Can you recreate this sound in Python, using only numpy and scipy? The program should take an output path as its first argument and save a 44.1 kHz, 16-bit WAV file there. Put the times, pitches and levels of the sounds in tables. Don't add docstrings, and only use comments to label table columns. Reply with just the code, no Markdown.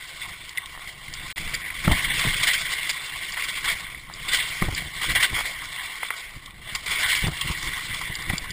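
import sys
import numpy as np
from scipy import signal
from scipy.fft import rfft, irfft
from scipy.io import wavfile

SR = 44100
rng = np.random.default_rng(int(sys.argv[2]) if len(sys.argv) > 2 else 0)


def dump(signal):
    limited = np.clip(np.atleast_2d(signal).T, -1, 1)
    pcm = np.round(limited * 32767).astype(np.int16)
    wavfile.write(sys.argv[1], SR, pcm)


N = 375732


# time_s, level_db
EDGE_WEIGHT = [(0.0, -40), (0.3, -41), (0.6, -42), (1.05, -46), (1.15, -39.5), (1.45, -34.5), (1.8, -35),
               (2.05, -26), (2.45, -27.5), (2.7, -29.5), (3.2, -36.5), (3.5, -32.5), (3.8, -34),
               (4.05, -46.5), (4.25, -37), (4.5, -31.5), (4.88, -37.5), (4.99, -36), (5.05, -28),
               (5.3, -32.5), (5.55, -36), (6.2, -34.5), (6.42, -47.5), (6.53, -52.5), (6.72, -36.5),
               (6.85, -40), (6.9, -28.5), (7.12, -21.5), (7.3, -36), (7.7, -31.5), (8.52, -37)]
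# start_s, level_db, length_ms
CRUNCHES = [(0.2, -36, 87), (0.7941, -41, 48), (0.8724, -34, 21), (1.365, -30, 32), (1.535, -24.5, 23),
            (1.8357, -25, 36), (1.915, -22.5, 24), (1.9664, -22, 36), (2.0425, -24.5, 16.5),
            (2.0994, -26, 16), (2.3344, -21.5, 16), (2.384, -23, 6.2), (2.428, -20.5, 20),
            (2.468, -15.5, 35), (2.4894, -32, 33), (2.5112, -29, 30), (2.532, -20.5, 27), (2.8903, -23, 22),
            (3.23, -34.5, 73), (3.365, -30.5, 59), (3.48, -27, 33), (3.55, -28.5, 43), (3.642, -22.5, 33),
            (3.675, -22, 62), (4.28, -26, 32), (4.312, -22, 118), (4.76, -27.5, 45), (5.008, -30, 41),
            (5.0294, -33, 23), (5.0898, -25, 47), (5.1484, -18, 38), (5.198, -21, 28), (5.226, -13, 15),
            (5.24, -20.5, 20), (5.325, -25.5, 102), (5.45, -27.5, 22), (6.0482, -48, 19), (6.7499, -27, 14),
            (6.8603, -25, 15), (6.904, -24.5, 44), (7.028, -23, 41), (7.1094, -37, 14), (7.149, -21, 22),
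            (7.4634, -32, 14), (7.7313, -28, 16), (8.2921, -26, 20)]
# time_s, level_db
TREBLE_TILT = [(0.0, 2.5), (0.7, 0), (1.25, 0.5), (1.7, -3.5), (2.1, 0), (2.6, 0), (3.1, 2), (3.45, 0.5),
               (3.9, -2), (4.38, 2.5), (4.65, -1.5), (5.05, 0.5), (5.22, -1.5), (5.5, -0.5), (5.8, 0.5),
               (6.2, -2), (6.75, 1), (7.05, -1.5), (7.35, 1.5), (8.52, -1.5)]
# pitch_hz, width_hz, level_db
SHELL_MODES = [(1505, 133, -8.5), (1951, 220, -0.5), (2244, 206, -0.5)]
# pitch_hz, width_hz, level_db
UPPER_MODES = [(2765, 194, -3.5), (3224, 263, -1.5), (3510, 133, 1), (4070, 440, -8)]
# pitch_hz, width_hz, level_db
SPRAY_BANDS = [(3760, 1300, -15), (4620, 490, 9), (5585, 600, 3)]
# pitch_hz, width_hz, level_db
BITE_MODES = [(370, 173, -14.5), (681, 132, -8.5), (1078, 136, -0.5)]
UPPER_DB, SPRAY_DB, BITE_DB = -2.5, -13.5, -9
UPPER_SLOPE, SPRAY_SLOPE, BITE_SLOPE = 0.027, -0.038, -0.34
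LUMPS_DB, COLOUR_WANDER_DB = 0.7, 0.8


def skis():
    hiss_db = curve(EDGE_WEIGHT)
    glide = from_db(hiss_db + LUMPS_DB * drift(7.3))
    load = np.hypot(glide, bursts(CRUNCHES, rise_share=0.096))
    weight_db = 20 * np.log10(load) - hiss_db.mean()
    flutter = from_db(1.28 * drift(43.0) + 0.75 * drift(70.0))
    snow = crystals(per_s=4000.0, spread_db=2.5, slide_gain=0.99)
    treble_db = curve(TREBLE_TILT)
    upper_db = UPPER_DB + treble_db + UPPER_SLOPE * weight_db + COLOUR_WANDER_DB * drift(3.5)
    spray_db = SPRAY_DB + treble_db + SPRAY_SLOPE * weight_db + COLOUR_WANDER_DB * drift(5.0)
    bite_db = BITE_DB + BITE_SLOPE * weight_db + COLOUR_WANDER_DB * drift(3.6)
    upper = from_db(upper_db) * resonances(snow, UPPER_MODES, flicker_db=1.9)
    spray = from_db(spray_db) * resonances(snow, SPRAY_BANDS, flicker_db=3.5)
    bite = from_db(bite_db) * resonances(snow, BITE_MODES, flicker_db=3.0)
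    shell = resonances(snow, SHELL_MODES, flicker_db=1.68)
    return load * flutter * (shell - upper - spray - bite)


def crystals(per_s, spread_db, slide_gain):
    sizes = from_db(spread_db * np.minimum(rng.exponential(1, N), 5))
    signs = rng.choice([-1, 1], N)
    breaks = rng.random(N) < per_s / SR
    return rms_one(sizes * signs * breaks) + slide_gain * rng.standard_normal(N)


# time_s, level_db
WIND_LEVEL = [(0.0, -51), (0.9, -50), (1.3, -39.5), (1.75, -43), (2.1, -34.5), (2.5, -43), (3.0, -49.5),
              (3.6, -46.5), (4.4, -43), (4.75, -45), (5.0, -42.5), (5.5, -45.5), (6.15, -52.5),
              (6.5, -45.5), (7.1, -43), (7.6, -42.5), (8.52, -38.5)]
# start_s, level_db, length_ms
GUSTS = [(0.26, -43, 150), (1.36, -34.5, 170), (1.85, -20.5, 97), (2.07, -34, 120), (2.22, -32.5, 164),
         (3.59, -39, 150), (4.61, -23, 74), (4.7, -34, 170), (5.05, -27.5, 136), (5.28, -33.5, 145),
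         (6.34, -38, 50), (7.22, -26.5, 90), (7.43, -31.5, 130), (7.62, -32.5, 91), (7.88, -33.5, 86),
         (8.07, -47, 89), (8.26, -32, 66)]
# frequency_hz, density_db
WIND_SPECTRUM = [(8.8, -25), (15, 8.5), (97, -5.5), (146, -3), (262, -18), (327, -13.5), (432, -25),
                 (500, -20.5), (650, -30), (1100, -120)]


def wind():
    hz, density_db = np.transpose(WIND_SPECTRUM)
    bins_hz = np.fft.rfftfreq(N, 1 / SR)
    shape = from_db(np.interp(np.log(bins_hz + 1), np.log(hz), density_db))
    rumble = rms_one(irfft(rfft(rng.standard_normal(N)) * shape, N))
    lumps = from_db(2.5 * drift(30.0))
    strength = np.hypot(from_db(curve(WIND_LEVEL)), bursts(GUSTS, rise_share=0.14))
    return strength * lumps * rumble


# start_s, level_db, pitch_hz
JOLTS = [(1.848, -20, 140), (1.877, -1, 172), (1.896, -15.5, 105), (1.912, -7.5, 70.5), (2.251, -15, 171),
         (2.269, -13.5, 128), (2.41, -25, 134), (4.62, -7.5, 176), (4.637, -21, 115), (4.683, -14, 103),
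         (4.724, -20, 74), (4.819, -26, 146), (4.856, -27, 72.7), (5.118, -32, 119), (5.327, -21.5, 86),
         (7.24, -12, 134), (7.267, -13.5, 123), (7.279, -9.5, 133), (7.319, -25.5, 72.7), (7.449, -25, 141),
         (7.499, -20.5, 137), (8.099, -22.5, 124), (8.298, -16.5, 98), (8.333, -14, 174)]
# pitch_hz, width_hz, level_db
MOUNT_MODES = [(270, 140, 0), (400, 120, -4), (700, 300, -4)]
JOLT_RISE_S, JOLT_DECAY_CYCLES, SHUDDER_DB = 0.00079, 1, -10.5


def mount_thumps():
    span = 4000
    t = np.arange(span) / SR
    swing, shake = np.zeros((2, N + span))
    for start_s, level_db, hz in JOLTS:
        fade = from_db(level_db) * (1 - np.exp(-t / JOLT_RISE_S)) * np.exp(-t * hz / JOLT_DECAY_CYCLES)
        swing[round(start_s * SR):][:span] -= np.sin(2 * np.pi * hz * t) * fade
        shake[round(start_s * SR):][:span] += from_db(SHUDDER_DB) * fade
    shudder = resonances(rng.standard_normal(N), MOUNT_MODES, flicker_db=1.5)
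    return swing[:N] + shake[:N] * shudder


# start_s, level_db, hardness_oct
CONTACTS = [(0.4923, -25.5, 0.93), (0.5734, -14, 0.42), (0.5802, -14.5, 0.0), (0.658, -22, 0.52),
            (1.0809, -23.5, 0.25), (1.138, -21.5, 1), (1.38, -16, -0.36), (1.5424, -17.5, 1.25),
            (1.549, -17, 1.2), (1.702, -20, 0.0), (1.7658, -26, -0.0054), (1.878, -3, -0.68),
            (1.898, -25, -1.05), (1.9161, -11, 0.27), (2.2599, -17, -0.78), (2.8984, -11, 1.54),
            (2.9044, -9, 1.77), (3.321, -22.5, 1.1), (3.3732, -16.5, -0.57), (3.422, -14, 0.23),
            (3.4937, -19, 0.25), (3.9447, -23, 0.0), (4.098, -22.5, -0.76), (4.111, -30, -0.8),
            (4.1372, -25.5, 1.2), (4.623, -4, -0.5), (4.6838, -27, -1.4), (4.7474, -18, 1.2),
            (5.043, -18.5, -1.0), (6.0306, -8, -0.53), (6.1046, -4.5, -0.5), (6.4594, -26.5, 0.63),
            (6.507, -28, 0.37), (6.75, -13, 1.52), (6.7568, -15, 0.4), (7.27, -18, 1.5), (7.28, -20, -1.0),
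            (7.4113, -13, 0.66), (7.4138, -18, 0.58), (8.013, -17, -0.59), (8.153, -17.5, 1.05),
            (8.2224, -25.5, 1.35), (8.297, -15.5, 0.0), (8.333, -25, -1.0), (8.3804, -14, 1.08),
            (8.505, -21, 0.96)]
# pitch_hz, ring_s
TICK_MODES = [(2043, 0.016), (994, 0.0059), (3380, 0.0047), (4790, 0.0081)]
RATTLE_S, RATTLE_GROWTH_PER_OCT, FALL_DB_PER_OCT2 = 0.0024, 1.26, 32.5


def gear_ticks():
    span = 900
    out = np.zeros(N + span)
    shell_hz = TICK_MODES[0][0]
    rattle_s = RATTLE_S * RATTLE_GROWTH_PER_OCT ** np.array(CONTACTS)[:, 2:]
    force = 0.31 * rng.standard_normal((len(CONTACTS), span)) * np.exp(-np.arange(span) / SR / rattle_s)
    force[:, 0] = 1
    for hz, ring_s in TICK_MODES:
        for (start_s, level_db, hardness_oct), tick in zip(CONTACTS, ring(force, hz, ring_s)):
            away_oct = np.log2(hz / shell_hz) - hardness_oct
            peak = from_db(level_db - FALL_DB_PER_OCT2 * away_oct ** 2)
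            out[round(start_s * SR):][:span] += peak * tick / np.abs(tick).max()
    return out[:N]


# start_s, level_db
SLIPS = [(0.731, -47), (0.742, -39), (0.75, -32), (0.762, -34), (0.776, -29.5), (0.794, -34), (5.366, -26),
         (5.376, -31), (5.383, -23), (5.39, -20), (5.397, -23), (5.409, -18.5)]


def strap_creaks():
    clicks = np.full(N, 1e-18)
    for start_s, level_db in SLIPS:
        clicks[round(start_s * SR)] = from_db(level_db)
    low = from_db(5.5) * ring(clicks, hz=940, ring_s=0.0058)
    high = from_db(0.5) * ring(clicks, hz=1820, ring_s=0.017)
    return low + high


def resonances(x, modes, flicker_db):
    out = 0
    for k, (hz, width_hz, level_db) in enumerate(modes):
        r, w = np.exp(-np.pi * width_hz / SR), 2 * np.pi * hz / SR
        gain = (1 - r * r) / 2
        band = signal.lfilter([gain, 0, -gain], [1, -2 * r * np.cos(w), r * r], x)
        out = out + (-1) ** k * from_db(level_db + flicker_db * drift(17.0)) * band
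    return rms_one(out)


def ring(force, hz, ring_s):
    r, w = from_db(-60 / (ring_s / 2 * SR)), 2 * np.pi * hz / SR
    section = [1 - r, 0, r - 1, 1, -2 * r * np.cos(w), r * r]
    return signal.sosfilt([section, section], force) / (1 - r)


def bursts(rows, rise_share):
    span = SR // 2
    out, t_ms = np.zeros(N + span), np.arange(span) * 1000 / SR
    for start_s, level_db, length_ms in rows:
        age = t_ms / length_ms
        shape = (1 - np.exp(-age / rise_share)) * np.exp(-age ** 3)
        out[round(start_s * SR):][:span] += from_db(level_db) * shape
    return out[:N]


def drift(rate_hz):
    step, warm_up = 20, 2000
    r = np.exp(-2 * np.pi * rate_hz * step / SR)
    noise = rng.standard_normal(N // step + warm_up + 2)
    slow = signal.lfilter([1], [1, -2 * r, r * r], noise)[warm_up:]
    return np.interp(np.arange(N) / step, np.arange(len(slow)), rms_one(slow))


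def curve(rows):
    time_s, values = np.transpose(rows)
    return np.interp(np.arange(N) / SR, time_s, values)


def from_db(db):
    return 10 ** (np.asarray(db) / 20)


def rms_one(x):
    return x / np.sqrt(np.mean(x ** 2) + 1e-20)


def scene():
    return (skis() + wind() + gear_ticks() + strap_creaks() + mount_thumps())[None]


HOLD_HZ, CUTOFF_HZ = 12000, 15280
GAP_START_S, GAP_END_S = 1.3265, 1.3595


def record(dry):
    t = np.arange(N) / SR
    rounded = 0.78 * np.tanh(dry / 0.83)
    anti_alias = signal.cheby1(4, 1, 0.482 * HOLD_HZ, fs=SR, output="sos")
    mirrored = signal.sosfilt(anti_alias, rounded) * (1 + 2 * np.cos(2 * np.pi * HOLD_HZ * t))
    droop = np.sinc(np.fft.rfftfreq(N, 1 / SR) / HOLD_HZ)
    held = irfft(rfft(mirrored) * droop, N)
    outside_gap = (t < GAP_START_S) | (t > GAP_END_S)
    top_cut = signal.ellip(12, 0.5, 50, CUTOFF_HZ, fs=SR, output="sos")
    return signal.sosfilt(top_cut, held * outside_gap)


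dry = scene()
out = record(dry)
dump(out)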